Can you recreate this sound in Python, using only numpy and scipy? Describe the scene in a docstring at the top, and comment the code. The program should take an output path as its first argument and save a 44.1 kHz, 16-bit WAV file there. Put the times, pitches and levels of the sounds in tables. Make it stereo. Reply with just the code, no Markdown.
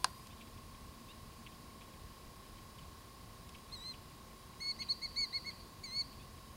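"""A flooded stubble field. A young crane peeps nine thin, arched whistles, their octave lifted by a
throat resonance; stalks, field and far bank scatter them so they ring on over the water.
Far small birds chip and lisp with both sides of the syrinx. Close by, a camera's button clicks once
and its motor whirrs faintly throughout. Behind lie two dry ticks, a low drone, rumble and hiss."""
import sys
import numpy as np
from scipy import signal
from scipy.fft import rfft, irfft, next_fast_len
from scipy.io import wavfile
from scipy.ndimage import map_coordinates

SR = 44100
rng = np.random.default_rng(int(sys.argv[2]) if len(sys.argv) > 2 else 0)


def int16_out(signal):
    """Quantize to a 16-bit WAV file."""
    q = np.round(np.clip(np.atleast_2d(signal).T, -1, 1) * 32767)
    wavfile.write(sys.argv[1], SR, q.astype(np.int16))


N = 289296

# Peeps: t/s, length/s, rise/s, aimed start f/Hz, aimed end f/Hz, sag/Hz, fundamental/dB, octave/dB,
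# octave swell/dB, third partial/dB, fourth partial/dB, octave left-right/dB, send to field/dB
CRANE_PEEPS = [ (3.7134, .218, .032, 2159, 2083, 212, -64, -43.6, 1, -68, -63.5, 7, -6),
               (4.5971, .1306, .0256, 2193, 2236, 26, -49.5, -39.7, 13, -60, -62.5, 5.5, -5),
               (4.7831, .058, .032, 2238, 2155, 0, -51, -44.5, 6, -58, -63.5, 5, 7.5),
               (4.8833, .054, .027, 2225, 2184, 0, -64, -31.8, 0, -59, -61, 6, -1.5),
               (5.013, .0606, .035, 2299, 2163, 0, -49.5, -40, 3, -60.5, -65.5, 3.5, 3.5),
               (5.1575, .104, .045, 2327, 2136, 0, -46.1, -33.7, -6, -54.7, -61.5, 5, -2.5),
               (5.3222, .0694, .0406, 2230, 2185, 0, -45.9, -37.2, -3, -65.5, -65.5, 3, 1.5),
               (5.4418, .0695, .041, 2254, 2162, 0, -47.6, -48, 8, -63, -71, 5, 9.5),
               (5.8311, .198, .018, 2280, 2231, 213, -52.5, -38.2, 11, -59.5, -62.5, 2, -7), ]


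def crane(attack_s=.0075, release_s=.0115, flutter_db=.7, shimmer_db=3.5, throat_db=17):
    """Whistles whose octave sits on the throat resonance: (direct, thrown over the field)."""
    direct, thrown = np.zeros((2, N)), np.zeros((2, N))
    flutter = amp(flutter_db * wobble(120))
    waver = 1 + .003 * wobble(400) + .002 * wobble(70)
    third_flicker, fourth_flicker = shimmer_db * wobble(160), shimmer_db * wobble(160)
    for s, length_s, *contour, base_db, octave_db, swell_db, third_db, fourth_db, pan_db, send_db in (
            CRANE_PEEPS):
        t = np.arange(int(length_s * SR)) / SR
        i = round(s * SR) + np.arange(len(t))
        aim_hz, drop_hz = peep_pitch(t, length_s, *contour)
        phase = 2 * np.pi * np.cumsum((aim_hz - drop_hz) * waver[i]) / SR
        # The voice weakens below the aimed pitch.
        base_fade, octave_fade, upper_fade = np.outer((.032, .06, .023), drop_hz)  # slopes in dB/Hz
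        octave_fade = throat_db * np.tanh(octave_fade / throat_db)  # off-resonance loss levels out
        swell = swell_db * (t / length_s - .5)
        voice = (amp(base_db - base_fade) * tone(phase, 3, -.87)
                 + amp(octave_db - octave_fade + swell) * tone(2 * phase, pan_db, -.55)
                 + amp(third_db - upper_fade + third_flicker[i]) * tone(3 * phase, 4.5, -.8)
                 + amp(fourth_db - upper_fade + fourth_flicker[i]) * tone(4 * phase, 2.7, .65))
        envelope = np.clip(np.minimum(t / attack_s, (length_s - t) / release_s), 0, 1)
        voice *= envelope * flutter[i]
        add(direct, s, voice)
        add(thrown, s, amp(send_db) * voice)
    return direct, thrown


def peep_pitch(t, length_s, rise_s, start_hz, end_hz, sag_hz, scoop_hz=452, hook_hz=232, hook_s=.024):
    """A peep scoops up, quavers and hooks down: (aimed pitch, drop below it) in Hz."""
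    middle = np.clip((t - rise_s) / max(length_s - hook_s - rise_s, .001), 0, 1)
    scoop = scoop_hz * np.clip(1 - t / rise_s, 0, 1) ** 3.12
    sag = sag_hz * np.sin(np.pi * middle ** .51) ** 2  # early dip, slow recovery
    tremor = 18 * np.sin(np.pi * 26.4 * (t - rise_s)) ** 2
    hook = hook_hz * np.clip(1 - (length_s - t) / hook_s, 0, 1) ** 1.77
    return start_hz + (end_hz - start_hz) * t / length_s, scoop + sag + tremor + hook


# Field response: f/Hz, gain/dB
ECHO_EQ = [(2000, -4), (3800, -2), (4300, 7), (4700, 13.5), (5100, -12), (6500, -9), (9000, -10)]


def field_echo(calls, blur_hz=750):
    """Near stalks scatter the calls at once; field and far bank return a blurred, hissing wash."""
    t = np.arange(SR) / SR

    def scatter(sound, t60_s, delay_s):
        tail = rng.standard_normal((2, SR)) * amp(-60 * t / t60_s) * (t > delay_s)
        return signal.fftconvolve(sound[None], unit(tail) / np.sqrt(SR), axes=1)[:, :N]

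    mono = calls.mean(0)
    blurred = mono * wobble(blur_hz)
    stalks = amp(-20.5) * scatter(mono, t60_s=.072, delay_s=.0025)
    field = amp(-20) * scatter(blurred, t60_s=.81, delay_s=.0089)
    bank = amp(-26) * scatter(blurred, t60_s=.65, delay_s=.11)
    return coloured(stalks + field + bank, ECHO_EQ)


# Chips: t/s, relative level/dB
BIRD_CHIPS = [(0.408, -52), (1.4616, -50.8), (1.808, -53.5), (2.7816, -51), (3.5424, -52), (3.934, -53.5),
              (4.8176, -48), (4.8694, -59), (5.5094, -57), (6.1244, -59)]
# Noise puff of a chip: f/Hz, level/dB
CHIP_SPECTRUM = [(1200, -41), (2000, -7), (2400, 2.5), (2900, 0), (3400, 0), (4200, -15), (7000, -24)]
# Lisps: t/s, length/s, nominal start f/Hz, nominal end f/Hz, level/dB
BIRD_LISPS = [(0.293, 0.041, 2500, 2950, -62), (1.079, .055, 2620, 3190, -57),
              (6.185, .06, 2500, 2900, -63)]


def small_birds(chip_s=.0145, start_hz=2800, end_hz=2150, chip_rough=.06):
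    """Harsh falling chips with a puff of noise, rising lisps and a fainter flock beyond."""
    out = puffs(BIRD_CHIPS, CHIP_SPECTRUM, rise_s=.0065, gain_db=-5)
    for s, db in BIRD_CHIPS:
        add(out, s, amp(db - 6.5) * syrinx(chip_s, start_hz, end_hz, chip_rough))
    for s, length_s, low_hz, high_hz, db in BIRD_LISPS:
        add(out, s, amp(db) * syrinx(length_s, low_hz, high_hz, rough=.033))
    for when, size, pitch in rng.random(size=(40, 3)):
        flock_chip = syrinx(chip_s, start_hz * (.85 + .3 * pitch), end_hz, chip_rough)
        add(out, when * N / SR, amp(-69 + 7.8 * size) * flock_chip)
    return out


def syrinx(length_s, start_hz, end_hz, rough):
    """Both sides of the syrinx slide together, unsteady, below and above the nominal pitch."""
    n = int(length_s * SR)
    glide_hz = np.linspace(start_hz, end_hz, n)

    def side(ratio):
        jitter = map_coordinates(rng.standard_normal(128), [np.arange(n) * 900 / SR], order=1)
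        return np.sin(2 * np.pi * ratio / SR * np.cumsum(glide_hz * (1 + rough * jitter)))

    return np.hanning(n) ** .5 * (.79 * side(.95) + side(1.28))


# Camera body modes: f/Hz, relative level/dB, t60/s, left lead/rad
BODY_MODES = [(805, -17, 0.03, -2), (1050, -2.5, 0.02, -1.5), (1136, -3.5, 0.012, -2.2),
              (1590, -3.5, .018, -2.44), (2810, -12.5, 0.01, -1.2), (3920, -22.5, 0.023, -0.17),
              (4180, -14.5, 0.025, 0.91), (4810, -4.5, 0.0092, -0.7), (5200, -16, .012, 0),
              (6560, -18, 0.016, 0), (7800, -20, 0.013, 1), (8930, -14.5, 0.0092, 0),
              (9500, -13, 0.0075, 0)]
# Loose camera parts: f/Hz, level/dB
RATTLE_SPECTRUM = [(300, -18), (600, 4.5), (1200, 3), (2000, -6), (3000, -12), (4600, -4), (8000, -18.5),
                   (14000, -28)]
# Dry crack of button and ticks: f/Hz, level/dB
CRACK_SPECTRUM = [(800, -39), (2500, 6), (6500, 2), (9500, -3), (15000, -14)]


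def camera_button(at_s=.0439, gain_db=-12.6, build_cycles=1.35):
    """One snap rings the body, low modes building more slowly; loose parts rattle faintly."""
    out, t = np.zeros((2, N)), np.arange(SR // 8) / SR
    for hz, db, t60_s, lead_rad in BODY_MODES:
        build = 1 - np.exp(-(t * hz / build_cycles) ** 2)
        add(out, at_s, amp(db - 60 * t / t60_s) * build * tone(2 * np.pi * hz * t, -3, lead_rad))
    attack = 1 - np.exp(-t / .0003)
    for spectrum, db, t60_s in [(CRACK_SPECTRUM, -9, .009), (RATTLE_SPECTRUM, -25, .12)]:
        hiss = np.array([noise(spectrum)[:len(t)] for _ in range(2)])
        add(out, at_s, amp(db - 60 * t / t60_s) * attack * hiss)
    return amp(gain_db) * out


# Ticks: t/s, relative level/dB
DRY_TICKS = [(0.2693, -49.5), (3.491, -50)]


def ticks():
    """Two faint, dry ticks of noise."""
    return puffs(DRY_TICKS, CRACK_SPECTRUM, rise_s=.0015, gain_db=-2)


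# Motor run-up: t/s, fraction of full speed, strain/dB
MOTOR_RUN_UP = [(0, .885, 4), (.1, .94, 7), (.2, .99, 5), (.3, 1, 0)]
# Whine lines at full speed: f/Hz, level/dB, strain weight
WHINE_LINES = [(226.5, -71, 0), (317, -77.5, 0.18), (371.4, -76, 0.16), (1982, -81.5, 0), (3906, -76, 0.3),
               (4460, -78, 0.5), (4990, -78, 1.6), (6760, -83.5, 0.61), (9500, -81.5, .5)]
# Rotor buzz: f/Hz, level/dB
BUZZ_SPECTRUM = [(150, -42), (330, 7.5), (600, 2), (900, 6), (1300, -10.5), (1600, -5.5), (2200, -14),
                 (5000, -40)]
# Run-up squeal: f/Hz, level/dB
SQUEAL_SPECTRUM = [(3000, -36), (8200, -15), (9500, -7), (11000, -23), (12100, -19), (12420, -4),
                   (12750, -22), (13400, -9), (13900, -32)]


def camera_motor(turn_hz=30.94, harmonic=35, whirr_db=-60, buzz_db=-70, squeal_db=-69):
    """A small rotor sings for part of each turn and buzzes; on run-up it squeals and its whine rises."""
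    t = np.arange(N) / SR
    times, speeds, strains = np.transpose(MOTOR_RUN_UP)
    speed, strain_db = np.interp(t, times, speeds), np.interp(t, times, strains)
    turn = 2 * np.pi * turn_hz * (t - .011)
    rub = unit(np.clip(np.cos(turn) + .92, 0, .9)) * amp(.86 * wobble(40))
    lag = 2 * np.pi * harmonic * turn_hz * np.cumsum(1 - np.sqrt(speed)) / SR  # grows while running up, flat once up to speed
    whirr_phase = harmonic * turn - lag - .62 * np.cos(2 * turn) - .19 * np.sin(turn)
    out = amp(whirr_db + .52 * strain_db) * rub * tone(whirr_phase, -5.5, -1.4)
    # The same roughness passes on every turn.
    roughness = map_coordinates(rng.standard_normal(512), [turn / (2 * np.pi) % 1 * 511], order=1)
    out += amp(buzz_db) * unit(coloured(roughness - roughness.mean(), BUZZ_SPECTRUM))
    for hz, db, weight in WHINE_LINES:
        phase = 2 * np.pi * hz * np.cumsum(speed) / SR + .5 * wobble(8)
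        out += amp(db + weight * strain_db + wobble(3.84)) * tone(phase, -7, 0)
    return out + amp(squeal_db) * np.clip(strain_db, 0, 1) * noise(SQUEAL_SPECTRUM)


# Drone envelope: t/s, level/dB
DRONE_LEVEL = [(0, -70), (.6, -62), (1.5, -68), (2.6, -73), (6.5, -72)]
# Drone band: f/Hz, level/dB
DRONE_SPECTRUM = [(150, -40), (205, -6), (228, 0), (250, -8), (320, -40), (600, -90)]


def drone():
    """A low, narrow band of noise swells early and sinks back into the rumble."""
    level_db = np.interp(np.arange(N) / SR, *np.transpose(DRONE_LEVEL))
    return amp(level_db) * noise(DRONE_SPECTRUM)


# Centred rumble and hiss: f/Hz, level/dB
MID_SPECTRUM = [(12, -20), (35, 1), (80, 1.5), (230, -6), (350, -12), (700, -15), (1400, -19.5),
                (2000, -21.5), (3000, -21.5), (3800, -22.5), (4900, -20), (5800, -25), (8500, -27),
                (9700, -24.7), (11000, -28), (15500, -29.2)]
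# Wide rush: f/Hz, level/dB
SIDE_SPECTRUM = [(20, -52), (60, -26.5), (200, -18), (500, -13.5), (1200, -13), (2200, -18), (4000, -24),
                 (6500, -30.5), (10000, -33.5), (15500, -39.5)]


def air(mid_db=-55, side_db=-54, swell_db=-1.76, rumble_hz=250):
    """Distant wavering rumble and steady hiss in the middle, a soft wide rush around them."""
    mid = amp(mid_db) * noise(MID_SPECTRUM)
    rumble = filtered(mid, lambda hz: 1 / (1 + (hz / rumble_hz) ** 4))
    mid += rumble * (amp(swell_db * wobble(15)) - 1)
    side = amp(side_db) * noise(SIDE_SPECTRUM)
    return np.array([mid + side, mid - side])


def puffs(events, spectrum, rise_s, gain_db):
    """Noise bursts at (t/s, level/dB) that swell for rise_s and die away."""
    envelope, age = np.zeros(N), np.arange(SR // 8) / SR / rise_s
    for s, db in events:
        add(envelope, s, amp(db + gain_db) * age * np.exp(1 - age))
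    return envelope * noise(spectrum)


def tone(phase, pan_db, lead_rad):
    """Stereo sine of rms 1, the left pan_db louder and lead_rad ahead."""
    sides = np.array([[.5], [-.5]])
    return np.sqrt(2) * unit(amp(pan_db * sides)) * np.sin(phase + lead_rad * sides)


def noise(spectrum):
    """Coloured noise of rms 1."""
    return unit(coloured(rng.standard_normal(N), spectrum))


def coloured(x, points):
    """x through (f/Hz, gain/dB) points on a log axis."""
    f, db = np.transpose(points)
    return filtered(x, lambda hz: amp(np.interp(np.log(hz + 1), np.log(f), db)))


def filtered(x, response):
    """x through a frequency response."""
    m = next_fast_len(N + SR // 2)
    return irfft(rfft(x, m) * response(np.fft.rfftfreq(m, 1 / SR)), m)[..., :N]


def wobble(rate_hz):
    """Smooth random curve, rate_hz knots a second."""
    knots = rng.standard_normal(int(N * rate_hz / SR) + 4)
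    return map_coordinates(knots, [np.arange(N) * rate_hz / SR])


def add(track, s, sound):
    """Mix a sound into a track at s seconds."""
    part = track[..., max(round(s * SR), 0):][..., :sound.shape[-1]]
    part += sound[..., :part.shape[-1]]


def amp(db):
    """Decibels to gain."""
    return 10 ** (np.asarray(db) / 20)


def unit(x):
    """Scale to rms 1."""
    return x / np.sqrt(np.mean(x ** 2) + 1e-20)


def scene():
    """Birds echo over the open field; the camera is close and dry."""
    peeps, thrown = crane()
    chatter = small_birds()
    return (peeps + chatter + ticks() + field_echo(thrown + chatter)
            + camera_button() + camera_motor() + drone() + air())


def record(dry):
    """Brick-wall low-pass at 15.8 kHz."""
    return filtered(dry, lambda hz: hz < 15800)


dry = scene()
out = record(dry)
int16_out(out)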